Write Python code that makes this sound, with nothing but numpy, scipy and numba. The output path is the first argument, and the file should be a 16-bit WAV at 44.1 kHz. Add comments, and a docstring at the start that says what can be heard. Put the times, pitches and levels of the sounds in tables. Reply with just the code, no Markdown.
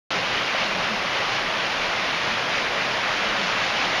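"""A steady rush of water cuts in after a moment of silence, pouring over a large wooden wheel
beside a stone wall, a few metres away. The rush is churned foam, thousands of small ringing bubbles
and fine spray. It surges about four times a second as water slaps down, with bright splashes and
darker sloshes. Runoff from the paddles builds near the end; air pockets gulp and the pit thuds below."""
import sys
import numpy as np
from scipy import signal
from scipy.fft import rfft, irfft
from scipy.io import wavfile
from scipy.ndimage import uniform_filter1d
from numba import njit

SR = 44100
rng = np.random.default_rng(int(sys.argv[2]) if len(sys.argv) > 2 else 0)


def to_wav(sig):
    """Store sig (one row per channel, or 1-D mono) as 16-bit WAV at the path in sys.argv[1].

    Samples outside -1..1 are clipped; the rate is SR.
    """
    pcm = np.clip(np.atleast_2d(sig), -1, 1) * 32767
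    pcm = np.round(pcm).astype(np.int16)
    wavfile.write(sys.argv[1], SR, pcm.T)  # frames by channels


N = 176400
BUBBLE_GLIDE = 0.069  # fractional pitch rise per decay time


def undb(db):
    """Decibels to gain."""
    return 10 ** (np.asarray(db) / 20)


def level(x, db):
    """Set the rms level."""
    return x * undb(db) / np.sqrt(np.mean(x ** 2))


def colour(x, points):
    """Filter by (f/Hz, gain/dB) points joined on a log-frequency axis."""
    hz, db = np.array(points).T
    bins_hz = np.maximum(np.fft.rfftfreq(N, 1 / SR), 1)
    return irfft(rfft(x) * undb(np.interp(np.log(bins_hz), np.log(hz), db)), N)


def resonate(x, hz, width_hz):
    """Band-pass resonance, applied twice."""
    b, a = signal.iirpeak(hz, hz / width_hz, fs=SR)
    return signal.lfilter(b, a, signal.lfilter(b, a, x))


def noise_band(hz, width_hz, db=0):
    """Band-passed noise at a set rms level."""
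    return level(resonate(rng.standard_normal(N), hz, width_hz), db)


def wander(rate_hz):
    """Smooth random drift, rms 1."""
    hold = int(SR / rate_hz)
    steps = rng.standard_normal(1024)[np.arange(N) // hold % 1024]
    return level(uniform_filter1d(uniform_filter1d(steps, hold), hold), 0)


def swell(t, at_s, rise_s, fall_s):
    """Gaussian hump, height 1."""
    return np.exp(-.5 * ((t - at_s) / np.where(t < at_s, rise_s, fall_s)) ** 2)


@njit
def ring(start_samples, hz, q, gain, glide):
    """Each bubble rings as a decaying sine of rising pitch."""
    out = np.zeros(N)
    for k in range(len(start_samples)):
        decay_samples = q[k] * SR / hz[k] / np.pi
        step_rad = 2 * np.pi * hz[k] / SR
        phasor = gain[k] + 0j
        turn = np.exp(1j * step_rad - 1 / decay_samples)
        bend = np.exp(1j * step_rad * glide / decay_samples)
        first = int(start_samples[k])
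        for i in range(first, min(N, first + int(5 * decay_samples))):
            out[i] += phasor.imag
            phasor *= turn
            turn *= bend
    return out


# Falling-water spectrum: f/Hz, gain/dB
WATER_SPECTRUM = [(12, -45), (22, -12), (33, -4), (48, -15), (68, -16), (115, -8), (200, -4.5), (310, -3.7),
                  (390, -4.5), (470, -3), (560, -0.9), (1000, -1.2), (1500, -1.4), (2300, -1.5), (2850, -3),
                  (3200, -4.5), (4000, -8.5), (5000, -11.5), (6100, -16), (7000, -23.5)]
def foam(flicker_db=0.65, flicker_hz=22, churn_db=0.34, churn_hz=35):
    """Churned white water: octave bands flicker alone and churn together."""
    octave = np.log2(np.maximum(np.fft.rfftfreq(N, 1 / SR), 1) / 20)
    spectrum = rfft(rng.standard_normal(N))
    wash = np.zeros(N)
    for k in range(10):
        band = irfft(spectrum * np.maximum(1 - abs(octave - k), 0), N)
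        wash += band * undb(flicker_db * wander(flicker_hz))
    wash *= undb(churn_db * wander(churn_hz))
    return level(colour(wash, WATER_SPECTRUM), db=-26.5)


def bubbles(per_s=5000, low_hz=430, high_hz=5500, min_q=5.95, spread_db=4):
    """A dense crowd of small bubbles, each ringing for a few milliseconds."""
    when, pitch, length, size = rng.random((int(per_s * N / SR), 4)).T
    hz = (np.sqrt(low_hz) + pitch * (np.sqrt(high_hz) - np.sqrt(low_hz))) ** 2
    gain = undb(spread_db * np.minimum(-np.log(size), 4)) * hz ** 0.74
    crowd = ring(when * N, hz, min_q * 4 ** length, gain, BUBBLE_GLIDE)
    return level(colour(crowd, WATER_SPECTRUM), db=-31)


def spray(per_s=4500, spread_db=3.5):
    """Drops smack on wet planks and on the pool."""
    when, size, polarity = rng.random((int(per_s * N / SR), 3)).T
    gain = np.sign(polarity - .5) * undb(spread_db * np.minimum(-np.log(size), 4))
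    ticks = np.bincount((when * N).astype(int), gain, N)
    patter = resonate(ticks, hz=1900, width_hz=5500)
    return level(colour(patter, WATER_SPECTRUM), db=-33)


# Slaps of water: t/s, body lift/dB, treble lift/dB
SURGE_LIFTS = [(.14, 1, 3), (.36, 1.7, 2.4), (.49, 1, 1), (.62, 1.5, 3), (.84, 1, 2), (1.17, 0.3, 2),
               (1.36, 0.8, 1.5), (1.66, -0.5, 1.7), (1.83, 0.5, 2), (1.97, .5, 1), (2.11, 0.2, 1),
               (2.30, 0.1, 1.5), (2.58, 0.4, 2.6), (2.97, 0.8, 0.7), (3.10, .7, 1), (3.27, .6, 2),
               (3.48, 0, 2.5), (3.66, 0.2, 2.6), (3.81, 0.4, 1.9), (3.96, 0.5, 2.5)]
def surges(t, rush, rise_s=0.049, fall_s=0.035, split_hz=3000, ramp_db_per_s=0.24):
    """Each slap of water lifts body and treble separately; the whole rush slowly grows."""
    lifts_db = sum(np.outer([body_db, treble_db], swell(t, at_s, rise_s, fall_s))
                   for at_s, body_db, treble_db in SURGE_LIFTS)
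    lifts_db -= lifts_db.mean(axis=1, keepdims=True)
    body_gain, treble_gain = undb(lifts_db + ramp_db_per_s * (t - t.mean()))
    body = signal.sosfiltfilt(signal.butter(3, split_hz, fs=SR, output="sos"), rush)
    return body_gain * body + treble_gain * (rush - body)


# Bright splashes: t/s, f/Hz, level/dB
SPLASH_CLUSTERS = [(.61, 2460, -31), (1.66, 2730, -35), (1.84, 2330, -34), (2.0, 2000, -34),
                   (2.32, 2150, -36), (2.57, 2370, -31), (2.81, 2340, -31), (3.09, 1920, -30.5),
                   (3.2, 2370, -32.5), (3.8, 2450, -33.5)]
def splashes(t, count=50, q=26, spread_oct=0.134, spread_s=.021):
    """Each splash traps a cluster of small bubbles that ring around one pitch."""
    out = np.zeros(N)
    for at_s, centre_hz, db in SPLASH_CLUSTERS:
        when, pitch = rng.standard_normal((count, 2)).T
        starts_s = np.maximum(at_s + spread_s * when, 0)
        hz = centre_hz * 2 ** (spread_oct * pitch)
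        cluster = ring(starts_s * SR, hz, q * np.ones(count), np.ones(count), BUBBLE_GLIDE)
        duty = np.mean(swell(t, at_s, spread_s, spread_s))
        out += level(cluster, db) * np.sqrt(duty)  # rms over the splash itself
    return out


# Plunging slugs: t/s, f/Hz, level/dB
SLOSH_PLUNGES = [(.17, 530, -35), (.36, 387, -38), (.55, 780, -35.5), (.62, 603, -36), (.81, 600, -40),
                 (1.0, 420, -38), (1.22, 740, -36), (1.53, 700, -38), (2.05, 640, -33), (2.27, 647, -34),
                 (2.46, 563, -35), (2.74, 540, -31), (2.96, 704, -39), (3.09, 1100, -31),
                 (3.42, 700, -36.5), (3.84, 800, -32), (3.96, 420, -36.5)]
def sloshes(t, q=1.14, sigma_s=0.031):
    """Heavier slugs of water plunge with a darker splash, each at its own pitch."""
    return sum(noise_band(hz, hz / q, db) * swell(t, at_s, sigma_s, sigma_s)
               for at_s, hz, db in SLOSH_PLUNGES)


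# Runoff envelope: t/s, level/dB
RUNOFF_ENVELOPE = [(0, -56), (2.3, -49), (3.2, -36.5), (3.6, -32), (4, -34.5)]
def runoff(t):
    """Water running off the paddles thickens the midrange as the wheel comes round."""
    times_s, levels_db = np.array(RUNOFF_ENVELOPE).T
    return noise_band(hz=1600, width_hz=2100) * undb(np.interp(t, times_s, levels_db))


def gurgles(per_s=30, low_hz=520, high_hz=1500, q=39.5, glide=0.0495, spread_db=6):
    """Scattered larger bubbles blip upward through the wash."""
    when, pitch, size = rng.random((int(per_s * N / SR), 3)).T
    hz = low_hz * (high_hz / low_hz) ** pitch
    blips = ring(when * N, hz, np.full(len(hz), q), undb(spread_db * size), glide)
    return level(blips, db=-42)


# Air-pocket resonances: f/Hz, width/Hz, level/dB
POCKET_MODES = [(123.4, 33, -53), (174.9, 12, -52), (207, 22, -52.5)]
# Gulps of trapped air: t/s, f/Hz, level/dB, sigma/s
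POCKET_GULPS = [(.22, 174, -48, .04), (.35, 124.5, -45.5, 0.052), (0.584, 122, -43, 0.039),
                (.62, 211, -42, 0.04), (.71, 194.4, -41.5, .03), (0.787, 182, -36, 0.0258),
                (0.925, 211, -32.5, 0.018), (1.363, 124, -43, .035), (2.135, 168, -46, 0.027),
                (2.267, 130, -44, 0.027), (2.306, 206, -42, .022), (2.365, 117, -47, 0.027),
                (2.80, 205, -43, 0.029), (2.917, 121.2, -41, 0.028), (3.352, 203, -38.5, 0.06),
                (3.457, 168.5, -40, 0.03)]
def air_pockets(t, waver=0.042, waver_hz=70, sag_per_s=.7):
    """Hollows murmur under the rush and gulp at a wavering, sagging pitch."""
    out = sum(noise_band(hz, width_hz, db) for hz, width_hz, db in POCKET_MODES)
    for at_s, hz, db, sigma_s in POCKET_GULPS:
        sag = sag_per_s * np.clip(t - at_s, -2 * sigma_s, 2 * sigma_s)
        pitch_hz = hz * (1 + waver * wander(waver_hz) - sag)
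        phase = 2 * np.pi * np.cumsum(pitch_hz) / SR
        out += level(np.sin(phase), db) * swell(t, at_s, sigma_s, sigma_s)
    return out


# Landings in the pit: t/s, level/dB
PIT_THUDS = [(.32, -47.5), (1.58, -50.5), (1.82, -44), (2.08, -47), (2.27, -50), (3.29, -51)]
def thuds(t, sigma_s=0.046):
    """The weight of the falling water thuds faintly in the pit."""
    envelope = sum(undb(db) * swell(t, at_s, sigma_s, sigma_s) for at_s, db in PIT_THUDS)
    return noise_band(hz=34, width_hz=29) * envelope


def wall_echo(x, t60_s=0.3, delay_s=.008, echo_db=-7):
    """Direct sound plus a short scattered echo from the stone wall and wheel pit."""
    t = np.arange(SR // 2) / SR
    tail = rng.standard_normal(len(t)) * np.exp(-np.log(1000) * t / t60_s) * (t > delay_s)
    return x + undb(echo_db) * signal.fftconvolve(x, tail / np.linalg.norm(tail))[:N]


# Hiss spectrum: f/Hz, gain/dB
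HISS_SPECTRUM = [(8300, -5.5), (8800, 4.5), (9350, -5.5), (9900, 3), (10600, 0.5), (11500, -3.5),
                 (13500, -6)]
def hiss(edge_hz=8200):
    """Faint steady hiss above the microphone's treble edge."""
    highpass = signal.ellip(8, .2, 70, edge_hz, "high", fs=SR, output="sos")
    noise = colour(rng.standard_normal(N), HISS_SPECTRUM)
    return level(signal.sosfilt(highpass, noise), db=-58.5)


def scene():
    """Surging rush, splashes and runoff over sloshes, air pockets and thuds; mono."""
    t = np.arange(N) / SR
    rush = surges(t, foam() + wall_echo(bubbles() + spray()))
    splashing = wall_echo(splashes(t) + gurgles())
    return (rush + splashing + runoff(t) + sloshes(t) + air_pockets(t) + thuds(t))[None]


def record(dry, treble_edge_hz=7100, start_s=.105, top_hz=13700):
    """The microphone loses the treble steeply; water and hiss cut in together after silence."""
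    treble_cut = signal.ellip(10, .2, 70, treble_edge_hz, fs=SR, output="sos")
    top_cut = signal.ellip(10, .2, 90, top_hz, fs=SR, output="sos")
    dull = signal.sosfilt(treble_cut, dry)
    gate = np.arange(N) / SR > start_s
    return signal.sosfilt(top_cut, (dull + hiss()) * gate)


dry = scene()
out = record(dry)
to_wav(out)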